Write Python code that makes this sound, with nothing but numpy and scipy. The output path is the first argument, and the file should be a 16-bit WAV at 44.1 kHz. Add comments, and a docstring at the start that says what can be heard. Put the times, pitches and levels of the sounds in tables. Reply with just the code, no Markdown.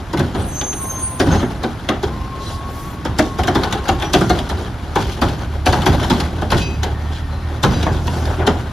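"""A diesel throbs, metal clanks and brakes squeal: a refuse truck stops in a quiet street, a few metres
from a two-port stereo microphone. The hydraulic pump whines as the arm grabs a wheeled bin, shakes it
above the steel hopper and sets it down. Each blow rings the panels and leaves loose metal rattling;
valves hiss, dry pivots squeak, the bin scrapes and refuse tumbles out.
House fronts and trees return a thin echo."""
import sys
import numpy as np
from scipy import signal
from scipy.fft import rfft, irfft
from scipy.io import wavfile
from scipy.ndimage import uniform_filter1d, minimum_filter1d

SR = 44100
rng = np.random.default_rng(int(sys.argv[2]) if len(sys.argv) > 2 else 0)


def dump(signal):
    """Clip the signal to [-1, 1] and save it as 16-bit WAV at the path in sys.argv[1]."""
    limited = np.clip(np.atleast_2d(signal).T, -1, 1)
    pcm = np.round(limited * 32767).astype(np.int16)
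    wavfile.write(sys.argv[1], SR, pcm)


N = 384552
T, FREQS = np.arange(N) / SR, np.fft.rfftfreq(N, 1 / SR)


def gain_of(db):
    """Decibels to amplitude."""
    return 10 ** (np.asarray(db) / 20)


def unit_rms(x):
    """Scales to rms 1."""
    return x / np.sqrt(np.mean(x ** 2) + 1e-20)


def curve(points):
    """Joins (f/Hz, value) points on a log-frequency axis."""
    hz, value = np.transpose(points)
    return np.interp(np.log(FREQS + 1), np.log(hz + 1), value)


def add(mix, start, sound):
    """Mixes a sound in from start, in seconds."""
    part = mix[..., max(round(start * SR), 0):][..., :sound.shape[-1]]
    part += sound[..., :part.shape[-1]]


def stretch_of(x, samples):
    """A randomly placed stretch of a scene-long signal."""
    return x[..., rng.integers(N - samples):][..., :samples]


def wander(hz):
    """Random drift of rms 1, up to about hz."""
    return unit_rms(irfft(rfft(rng.standard_normal(N)) / (1 + (FREQS / hz) ** 4), N))


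def arch(start, length):
    """A half sine that swells from silence and returns to it."""
    return np.sin(np.pi * np.clip((T - start) / length, 0, 1))


def settling(kicks, settle_s):
    """Power of a shaking that each kick feeds and that dies away in between."""
    return signal.lfilter([1], [1, -np.exp(-2 / (settle_s * SR))], kicks)


def grains(per_s, spread_db):
    """Random contacts of uneven size, heard from two directions."""
    size = gain_of(spread_db * np.minimum(rng.exponential(1, N), 4))
    return size * (rng.random(N) < per_s / SR) * rng.standard_normal((2, N))


def patchy(x, depth_db):
    """Gives every contact a colour of its own: short random patches in time and frequency."""
    spectra = signal.stft(x, nperseg=256)[2]
    patches = uniform_filter1d(rng.standard_normal(spectra.shape[1:]), size=3, axis=0)
    patches = unit_rms(uniform_filter1d(patches, size=8, axis=1))
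    return unit_rms(signal.istft(spectra * gain_of(depth_db * np.tanh(patches)))[1][:, :N])


# how alike the truck sounds at the microphone's two ports: f/Hz, correlation
PORT_LIKENESS = [(60, .975), (600, .955), (1400, .74), (6000, .68), (8200, .9), (15000, .88)]


def colour(pair, gain):
    """Gives two unrelated signals one spectrum and makes them as alike as the two ports hear them."""
    a, b = rfft(pair)
    likeness = np.clip(curve(PORT_LIKENESS), 0, 1)
    shared, apart = a * np.sqrt(1 + likeness), b * np.sqrt(1 - likeness)
    return unit_rms(irfft(np.array([shared + apart, shared - apart]) * gain, N))


def noise(gain):
    """Stereo noise of rms 1 with the given spectrum."""
    return colour(rng.standard_normal((2, N)), gain)


# broad colour of struck bin and hopper from a few metres: f/Hz, relative level/dB
CLANG_SPECTRUM = [(35, 10.5), (65, 16), (130, 10.5), (330, 4), (480, -3.5), (800, 1), (1100, -7),
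                  (1500, -8.5), (2500, -18.5), (3300, -16.5), (6000, -21.5), (10000, -28), (15000, -38)]
# the hopper's resonances: f/Hz, width/Hz, level/dB above that colour
HOPPER_MODES = [(384, 60, 5.3), (533, 48, 3.4), (747, 75, 0.67), (1498, 120, 5.5), (3295, 990, 5.4),
                (4130, 82, 4.8)]


def hopper(low_hz, high_hz):
    """The response of bin and hopper between two soft band edges."""
    peaks_db = sum(db / (1 + (2 * (FREQS - hz) / width) ** 2) for hz, width, db in HOPPER_MODES)
    rolloff = (1 + (low_hz / (FREQS + 1)) ** 6) * (1 + (FREQS / high_hz) ** 6)
    return gain_of(curve(CLANG_SPECTRUM) + peaks_db) / np.sqrt(rolloff)


def strikes(texture, times, levels_db, rise_s, decay_s, tail_db, tail_s, early_s=.004):
    """Parts graze, then seat; each blow has its own peaks and dips, dies fast and leaves a weak ring."""
    graze_s, graze_db, ripple_db = .012, -19, 5
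    out, t = np.zeros((2, N)), T[:SR // 2] - graze_s
    after = np.maximum(t, 0)
    attack = 1 - np.exp(-(after / rise_s) ** 2)
    shape = attack * (np.exp(-(after / decay_s) ** .95) + gain_of(tail_db) * np.exp(-after / tail_s))
    shape = shape / shape.max() + gain_of(graze_db) * np.exp(-(2 * t / graze_s) ** 2)
    for start, db in zip(times, levels_db):
        spectrum = rfft(stretch_of(texture, len(t)))
        ripple = unit_rms(uniform_filter1d(rng.standard_normal(spectrum.shape[1]), size=70))
        burst = irfft(spectrum * gain_of(ripple_db * np.tanh(ripple)), len(t)) * shape
        add(out, start - graze_s - early_s, gain_of(db) * unit_rms(burst) * np.sqrt(np.mean(shape ** 2)))
    return out


def stick_slip(modes, gain_db, jitter_hz, flutter_db, rasp_rad):
    """Friction feeds high modes; each swells, flutters roughly and has faded 30 dB after its length."""
    out, t = np.zeros((2, N)), T[:SR * 2]
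    slow = wander(23.7)
    roughness = rasp_rad * wander(104) + .17 * wander(250)
    for start, length, hz, db in modes:
        drift, flutter = stretch_of(slow, len(t)), stretch_of(slow, len(t))
        rasp = stretch_of(roughness, len(t)) + .5 * rng.standard_normal((2, 1))  # a phase for each port
        cycles = np.cumsum(hz + jitter_hz * drift) / SR
        tone = np.sqrt(2) * np.sin(2 * np.pi * cycles + rasp)
        swell_s = .21 * length
        fade_db = -30 * np.maximum(t - swell_s, 0) / (length - swell_s)
        shape = np.minimum(t / swell_s, 1) ** 2 * gain_of(fade_db)
        add(out, start, tone * shape * gain_of(db + gain_db + flutter_db * np.tanh(flutter)))
    return out


# the diesel runs faster and louder under the arm's load: t/s, firing f/Hz, exhaust level/dB
ENGINE_LOAD = [(0, 71.05, -38.5), (3.2, 71.7, -34), (3.5, 77.4, -32), (5.45, 73.4, -29.5),
               (5.62, 73.8, -19.5), (6.3, 77.2, -27), (6.9, 74.5, -21), (7.4, 77.7, -22.5), (8.55, 78, -20),
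               (8.72, 74.6, -33)]
# exhaust harmonics: multiple of the firing rate, relative level/dB
EXHAUST_ORDERS = [(.5, -17.5), (1, -4.5), (1.5, -14.5), (2, -23.5)]
# fan, gears and combustion from a few metres: f/Hz, relative level/dB
MACHINE_SPECTRUM = [(24, -42), (36, 0), (60, 0.5), (105, 2), (170, -7.5), (310, -10.5), (460, -20.5),
                    (850, -16), (1450, -20.5), (2500, -29), (3600, -30.5), (6500, -40), (11000, -43),
                    (15500, -57)]


def diesel(machine_db=-28):
    """Six cylinders: the exhaust throbs unevenly and the machine noise pulses with each firing."""
    times, firing_hz, exhaust_db = np.transpose(ENGINE_LOAD)
    firings = np.cumsum(np.interp(T, times, firing_hz) * (1 + .03 * wander(9))) / SR
    throb = 1 + .28 * wander(16)
    note = sum(gain_of(db) * np.cos(2 * np.pi * (k * firings + rng.random())) for k, db in EXHAUST_ORDERS)
    exhaust = unit_rms(note) * gain_of(np.interp(T, times, exhaust_db)) * throb
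    machine = patchy(noise(gain_of(curve(MACHINE_SPECTRUM))), depth_db=2)
    pulse = 1 + .1 * np.cos(2 * np.pi * firings)
    return exhaust + machine * pulse * gain_of(machine_db)


def shaking(rest_db, pickup_db, settle_s):
    """Amplitude of loose metal that never quite rests and picks up a share of each blow."""
    times, strength, _, _, weight, *_ = np.transpose(BLOWS)
    kicks = np.zeros(N)
    kicks[np.round(times * SR).astype(int)] = gain_of(strength + weight + pickup_db) ** 2
    return np.sqrt(gain_of(rest_db) ** 2 + settling(kicks, settle_s))


def rattle(clump_db=5):
    """Panels shudder and small loose parts chatter all the time, and harder after each blow."""
    chatter = patchy(colour(grains(per_s=4500, spread_db=1), hopper(278, 23000)), depth_db=5)
    chatter *= shaking(rest_db=-38.5, pickup_db=-11.5, settle_s=.18)
    shudder = noise(hopper(39, 320)) * shaking(rest_db=-36.5, pickup_db=-6, settle_s=.22)
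    return shudder + chatter * gain_of(clump_db * np.tanh(wander(15.3)))


# blows of arm, bin and hopper; hardness to ring are relative to strength:
# t/s, strength/dB, hardness/dB, hollow wall/dB, weight/dB, panel ring/dB, panel f/Hz
BLOWS = [(0.137, -9, -17, 3, -17, -25, 886), (0.198, -11.5, -10, 3, -6, -6.5, 559),
         (0.351, -13, -19, 2, -5, -11, 750), (1.202, -2.5, -13.5, 0.5, -18, -10.5, 600),
         (1.273, -11.5, -19, -6, -1.5, -18, 630), (1.325, -6.5, -24, -6, -13, -17, 538),
         (1.429, -10.5, -33, -7, -15, -10, 872), (1.638, -7.5, -17, 1, -31, -6.5, 760),
         (1.891, -7, -37, -0.5, -18, -12, 760), (2.034, -10, -15.5, 3, -10.5, -8, 749),
         (3.055, -8.5, -17.5, -2.5, -11.5, -20, 820), (3.192, -4, -8.5, 1, -16.5, -2, 620),
         (3.391, -5.5, -20.5, -17, -10, -6, 732), (3.479, -3, -16, -3, -15.5, -4, 734),
         (3.556, -3.5, -16.5, -0.5, -14, -13, 808), (3.89, -3.5, -13.5, -5.5, -12.5, -3, 766),
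         (4.14, 3, -11.5, -5.5, -17, -11, 718), (4.214, -5.5, -16.5, 1, -13, -17, 810),
         (4.301, -4.5, -12.5, 0, -13.5, 0, 722), (4.498, -12.5, -10.5, -6, -6.5, -10.5, 670),
         (4.961, 0.5, -21.5, -8, -16.5, -12.5, 899), (5.221, -0.5, -17, -8, -14.5, -12, 550),
         (5.665, 0.5, -15, -5, -13.5, -2.5, 743), (5.731, -3, -14.5, -8, -13, -10, 732),
         (5.866, 0.5, -14.5, -3.5, -11, -15, 820), (6.105, -3.5, -12, -2.5, -11.5, -17, 870),
         (6.422, -8, -20, -4.5, -15.5, -7.5, 606), (6.522, -0.5, -17.5, -8, -11, -11, 932),
         (7.637, 0.5, -14, -19, -10, -11, 850), (7.866, -4, -37, -6, -12.5, -11.5, 626),
         (8.077, -16.5, -9.5, -21, -1.5, -2, 966), (8.473, -2, -12.5, -2.5, -19, -6.5, 736)]


def knocks():
    """Steel contacts tick and crack first, the bin's hollow walls answer, the hopper's panels boom last."""
    times, strength, hardness, hollow, weight, *_ = np.transpose(BLOWS)
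    contacts = patchy(grains(per_s=11000, spread_db=4), depth_db=5)
    tick = strikes(colour(contacts, hopper(4150, 20000)), times, strength + hardness - 6,
                   rise_s=.0027, decay_s=.0081, tail_db=-20, tail_s=.11, early_s=.0079)
    crack = strikes(colour(contacts, hopper(1610, 5100)), times, strength + hardness - 2,
                    rise_s=.0044, decay_s=.013, tail_db=-26.5, tail_s=.021)
    body = strikes(noise(hopper(510, 1860)), times, strength - 12,
                   rise_s=.0033, decay_s=.026, tail_db=-31, tail_s=.041)
    wall = strikes(noise(hopper(273, 407)), times, strength + hollow - 10,
                   rise_s=.0053, decay_s=.038, tail_db=-23, tail_s=.057)
    boom = strikes(noise(hopper(63, 175)), times, strength + weight - 4,
                   rise_s=.024, decay_s=.062, tail_db=-32, tail_s=.044)
    return tick + crack + body + wall + boom


def panels(rise_s=.0026, t60=.11, db_per_octave=-10, spread=.12):
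    """Each blow rings one panel on its own pitch, with a weaker mode below and ever shorter ones above."""
    out, t = np.zeros(N), T[:SR // 3]
    upper = np.arange(2, 6)
    ratios, modes_db = np.r_[.48, 1, upper], np.r_[-8, 0, db_per_octave * np.log2(upper)]
    attack = 1 - np.exp(-(t / rise_s) ** 2)
    for start, strength, *_, ring_db, hz in BLOWS:
        detune, phases = rng.random((2, len(ratios)))
        pitches = hz * ratios * (1 + spread * (detune - .5) * (ratios != 1))
        ring = sum(gain_of(db - 60 * t / t60 * np.sqrt(f / hz)) * np.sin(2 * np.pi * (f * t + phase))
                   for f, db, phase in zip(pitches, modes_db, phases))
        add(out, start, ring * attack * gain_of(strength + ring_db))
    return out


# light clacks of latch and lid: t/s, relative level/dB
LATCH_CLACKS = [(0.175, -23.5), (0.613, -21), (0.7302, -26.5), (1.89, -15), (3.436, -21.5), (3.636, -16.5),
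                (3.7269, -16), (4.024, -18), (4.39, -21.5), (5.286, -27), (5.821, -23), (6.0084, -30),
                (6.045, -26), (6.2028, -19), (6.505, -20.5), (6.8334, -17.5), (7.83, -21), (8.255, -26)]


def clacks(ring_db=-5, t60=.063):
    """A small steel part snaps against its stop, rings briefly on its own pitches and nudges the frame."""
    times, levels = np.transpose(LATCH_CLACKS)
    rings, t = np.zeros(N), T[:SR // 8]
    for start, db in LATCH_CLACKS:
        modes_hz = rng.uniform(2784, 3784, (4, 1))
        ring = np.sin(2 * np.pi * modes_hz * t).sum(0) / 2
        add(rings, start, ring * gain_of(db + ring_db - 60 * t / t60))
    snap = strikes(patchy(noise(hopper(1680, 15000)), depth_db=5), times, levels - 2,
                   rise_s=.0024, decay_s=.0062, tail_db=-8, tail_s=.017, early_s=.0033)
    frame = strikes(noise(hopper(270, 3200)), times, levels - 3,
                    rise_s=.0092, decay_s=.04, tail_db=-12.5, tail_s=.039)
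    return rings + snap + frame


# bin and hopper squeezed, jolted or set down: t/s, f/Hz, level/dB
WALL_BOOMS = [(0.185, 142, -10), (.2, 242, -13.5), (1.271, 280.4, -5.5), (1.285, 163, -9),
              (1.326, 85, -13.5), (1.43, 250, -9), (3.197, 307, -17.5), (3.893, 363, -9), (4.145, 378, -6),
              (5.225, 274, -14), (6.109, 235, -6.5), (6.524, 121.7, -7.5), (8.476, 414, -4.5)]


def booms(ring_cycles=38, rise_s=.0025, upper_ratio=1.47, upper_db=-11):
    """A wide wall bulges and drums on one low note, with a weaker mode above; higher notes die sooner."""
    out, t = np.zeros(N), T[:SR // 2]
    for start, hz, db in WALL_BOOMS:
        low = np.sin(2 * np.pi * (hz * t + rng.random()))
        upper = gain_of(upper_db) * np.sin(2 * np.pi * (hz * upper_ratio * t + rng.random()))
        shape = (1 - np.exp(-t / rise_s)) * gain_of(db - 60 * t * hz / ring_cycles)
        add(out, start, (low + upper) * shape)
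    return out


# the truck pulls up a few metres from the microphone: t/s, length/s, f/Hz, relative level/dB
BRAKE_SQUEALS = [(.3, .5, 9780, -41), (.36, .25, 8085, -34), (.39, .4, 9050, -33), (.45, .35, 7670, -33),
                 (.44, .75, 6328, -22), (.46, 1.3, 9185, -35), (.5, .35, 6085, -33), (.56, 1.2, 9990, -38),
                 (.56, 1.1, 12790, -41), (.76, .3, 8775, -27), (.82, .42, 6332, -25), (.92, .7, 9260, -33),
                 (.97, .3, 8823, -21), (1.27, .26, 6418, -32), (.92, .4, 6950, -43), (.94, .45, 4600, -50),
                 (.58, .4, 10220, -39), (.4, .6, 12650, -45), (.65, .9, 11800, -46)]


def brakes():
    """The brakes stick and slip, feeding one high mode after another."""
    return stick_slip(BRAKE_SQUEALS, gain_db=-2, jitter_hz=9, flutter_db=6, rasp_rad=.25)


# the arm reaches, lifts, tips and lowers: t/s, length/s, first f/Hz, last f/Hz, level/dB
PUMP_STROKES = [(0.8, 0.43, 1095, 1030, -32), (2.11, 0.92, 1024, 1120, -32.3),
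                (3.232, 0.57, 1117, 1050, -33), (3.753, 0.378, 1038, 1123, -36),
                (6.95, 0.69, 1820, 1836, -45)]


def pump(sag_db=5.5, edge_s=.014):
    """The hydraulic pump sings one wavering line that glides and weakens through each stroke."""
    out = np.zeros(N)
    wobble, flutter_db = .007 * wander(45), 2 * wander(22)
    for start, length, first_hz, last_hz, db in PUMP_STROKES:
        travel = np.clip((T - start) / length, 0, 1)
        hz = first_hz + (last_hz - first_hz) * np.sqrt(travel)  # fast at first, then settling
        cycles = np.cumsum(hz * (1 + wobble)) / SR
        gate = np.clip(np.minimum(T - start, start + length - T) / edge_s + 1, 0, 1)
        out += gain_of(db - sag_db * travel ** 2 + flutter_db) * gate * np.sin(2 * np.pi * cycles)
    return out


# the bin drags on concrete, refuse slides out of it, the gripper rasps briefly: t/s, length/s, level/dB, low
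# f/Hz, high f/Hz
SLIDES = [(1.242, 0.2, -16.5, 45, 9000), (4.914, 0.29, -34, 2450, 15000), (5.678, 0.91, -31, 90, 16000),
          (6.533, 0.12, -26.5, 2300, 16000), (7.106, 0.12, -38, 2400, 9000),
          (7.632, 0.28, -27.5, 90, 12000), (8.058, 0.62, -25, 247, 2700)]


def scrapes(judder_db=4.5):
    """Sliding is a dense run of tiny contacts that swells, judders and stops."""
    contacts = patchy(grains(per_s=7000, spread_db=-1.5), depth_db=4)
    sliding = sum(gain_of(db) * arch(start, length) * colour(contacts, hopper(low_hz, high_hz))
                  for start, length, db, low_hz, high_hz in SLIDES)
    return sliding * gain_of(judder_db * np.tanh(wander(37)))


# the hydraulic valves open: t/s, length/s, level/dB, centre f/Hz, width/octaves
VALVE_OPENINGS = [(2.375, 0.23, -37.5, 4000, 0.43), (2.377, 0.27, -45, 8600, 0.36),
                  (2.643, 0.35, -41.5, 7820, 1), (7.92, 0.56, -39.5, 5100, 0.74)]


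def valves():
    """Oil rushes through each opening valve in a band of hiss."""
    out = np.zeros((2, N))
    rush = patchy(rng.standard_normal((2, N)), depth_db=5)
    for start, length, db, hz, octaves in VALVE_OPENINGS:
        band = np.exp(-.5 * (np.log2((FREQS + 1) / hz) / octaves) ** 2)
        out += gain_of(db) * arch(start, length) * colour(rush, band)
    return out


# squeaks from the arm: t/s, length/s, f/Hz, relative level/dB
PIVOT_SQUEAKS = [(2.44, .14, 4010, -39), (4.03, .12, 5800, -37), (6.57, .26, 2552, -30.5),
                 (7.28, .25, 4097, -48)]


def pivots():
    """The arm's dry pivots stick and slip, one short tone at a time."""
    return stick_slip(PIVOT_SQUEAKS, gain_db=3, jitter_hz=8, flutter_db=3, rasp_rad=.35)


# refuse falls from the raised bin: t/s, length/s, level/dB
REFUSE_FALLS = [(3.294, 1.33, -33.5), (5.68, 0.71, -28)]


def tumble(per_s=45, spread_db=3):
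    """Cans and bags land one after another on the hopper, each a small crackle of its own colour."""
    sizes = gain_of(spread_db * np.minimum(rng.exponential(1, N), 2))
    hits = sizes * (rng.random(N) < per_s / SR)
    landings = unit_rms(np.sqrt(settling(hits ** 2, settle_s=.02) + 1e-12))
    flow = sum(gain_of(db) * arch(start, length) for start, length, db in REFUSE_FALLS)
    return flow * landings * patchy(noise(hopper(820, 16000)), depth_db=7)


# the gripper rubs and creaks: t/s, length/s, level/dB
GRIPPER_RUBS = [(6.57, .28, -37), (7.655, .45, -41.5)]
# modes of its steel: f/Hz, relative level/dB
GRIPPER_MODES = [(2540, -1), (2790, -4), (3135, -4), (3925, 1), (4613, -4), (4923, -1), (6016, 0)]


def gripper():
    """Each rub makes all the narrow modes of the gripper's steel sing together."""
    modes = [(start, length, hz, db + mode_db)
             for start, length, db in GRIPPER_RUBS for hz, mode_db in GRIPPER_MODES]
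    return stick_slip(modes, gain_db=0, jitter_hz=7, flutter_db=4, rasp_rad=.35)


def street_echo(x, t60=.23, delay_s=.031, dull_hz=5000):
    """House fronts and trees scatter a thin, late, duller echo back to the microphone."""
    taps = rng.standard_normal((2, N)) * (rng.random(N) < 1500 / SR)
    taps *= (T > delay_s) * gain_of(-60 * np.minimum(T / t60, 10))
    tail = colour(taps, 1 / np.hypot(1, FREQS / dull_hz))[:, :SR]
    tail *= gain_of(-14) / 2 / np.linalg.norm(tail[0])
    return signal.fftconvolve(x, tail, axes=1)[:, :N]


def scene():
    """The working truck from a few metres; its knocks and friction echo along the street."""
    squeals = brakes() + pivots()
    work = squeals + knocks() + panels() + booms() + clacks() + rattle() + tumble() + scrapes() + gripper()
    return diesel() + pump() + valves() + work + street_echo(work)


# phase between the microphone's ports: f/Hz, left lead/rad
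PORT_LEAD = [(0, 0), (2200, 0), (3200, .3), (5000, .2), (6600, -.9), (8200, -3.1), (11500, -6.2),
             (15200, -9.4)]
# balance between them: f/Hz, left minus right level/dB
PORT_TILT = [(250, -1), (1100, 3), (2200, 2.5), (8000, -0.5)]


def record(dry, ceiling=.92, top_hz=15900):
    """The microphone: two ports that differ in phase and level, a fast limiter, then the band limit."""
    hz, lead = np.transpose(PORT_LEAD)
    left = gain_of(curve(PORT_TILT) / 2) * np.exp(.5j * np.interp(FREQS, hz, lead))
    heard = irfft(rfft(dry) * np.array([left, 1 / left]), N)
    allowed_gain = np.minimum(1, ceiling / (abs(heard).max(0) + 1e-9))
    limited = heard * uniform_filter1d(minimum_filter1d(allowed_gain, size=60), size=60)
    lowpass = signal.firwin(511, top_hz, window=("kaiser", 9), fs=SR)
    return signal.oaconvolve(limited, lowpass[None], "same")


dry = scene()
out = record(dry)
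dump(out)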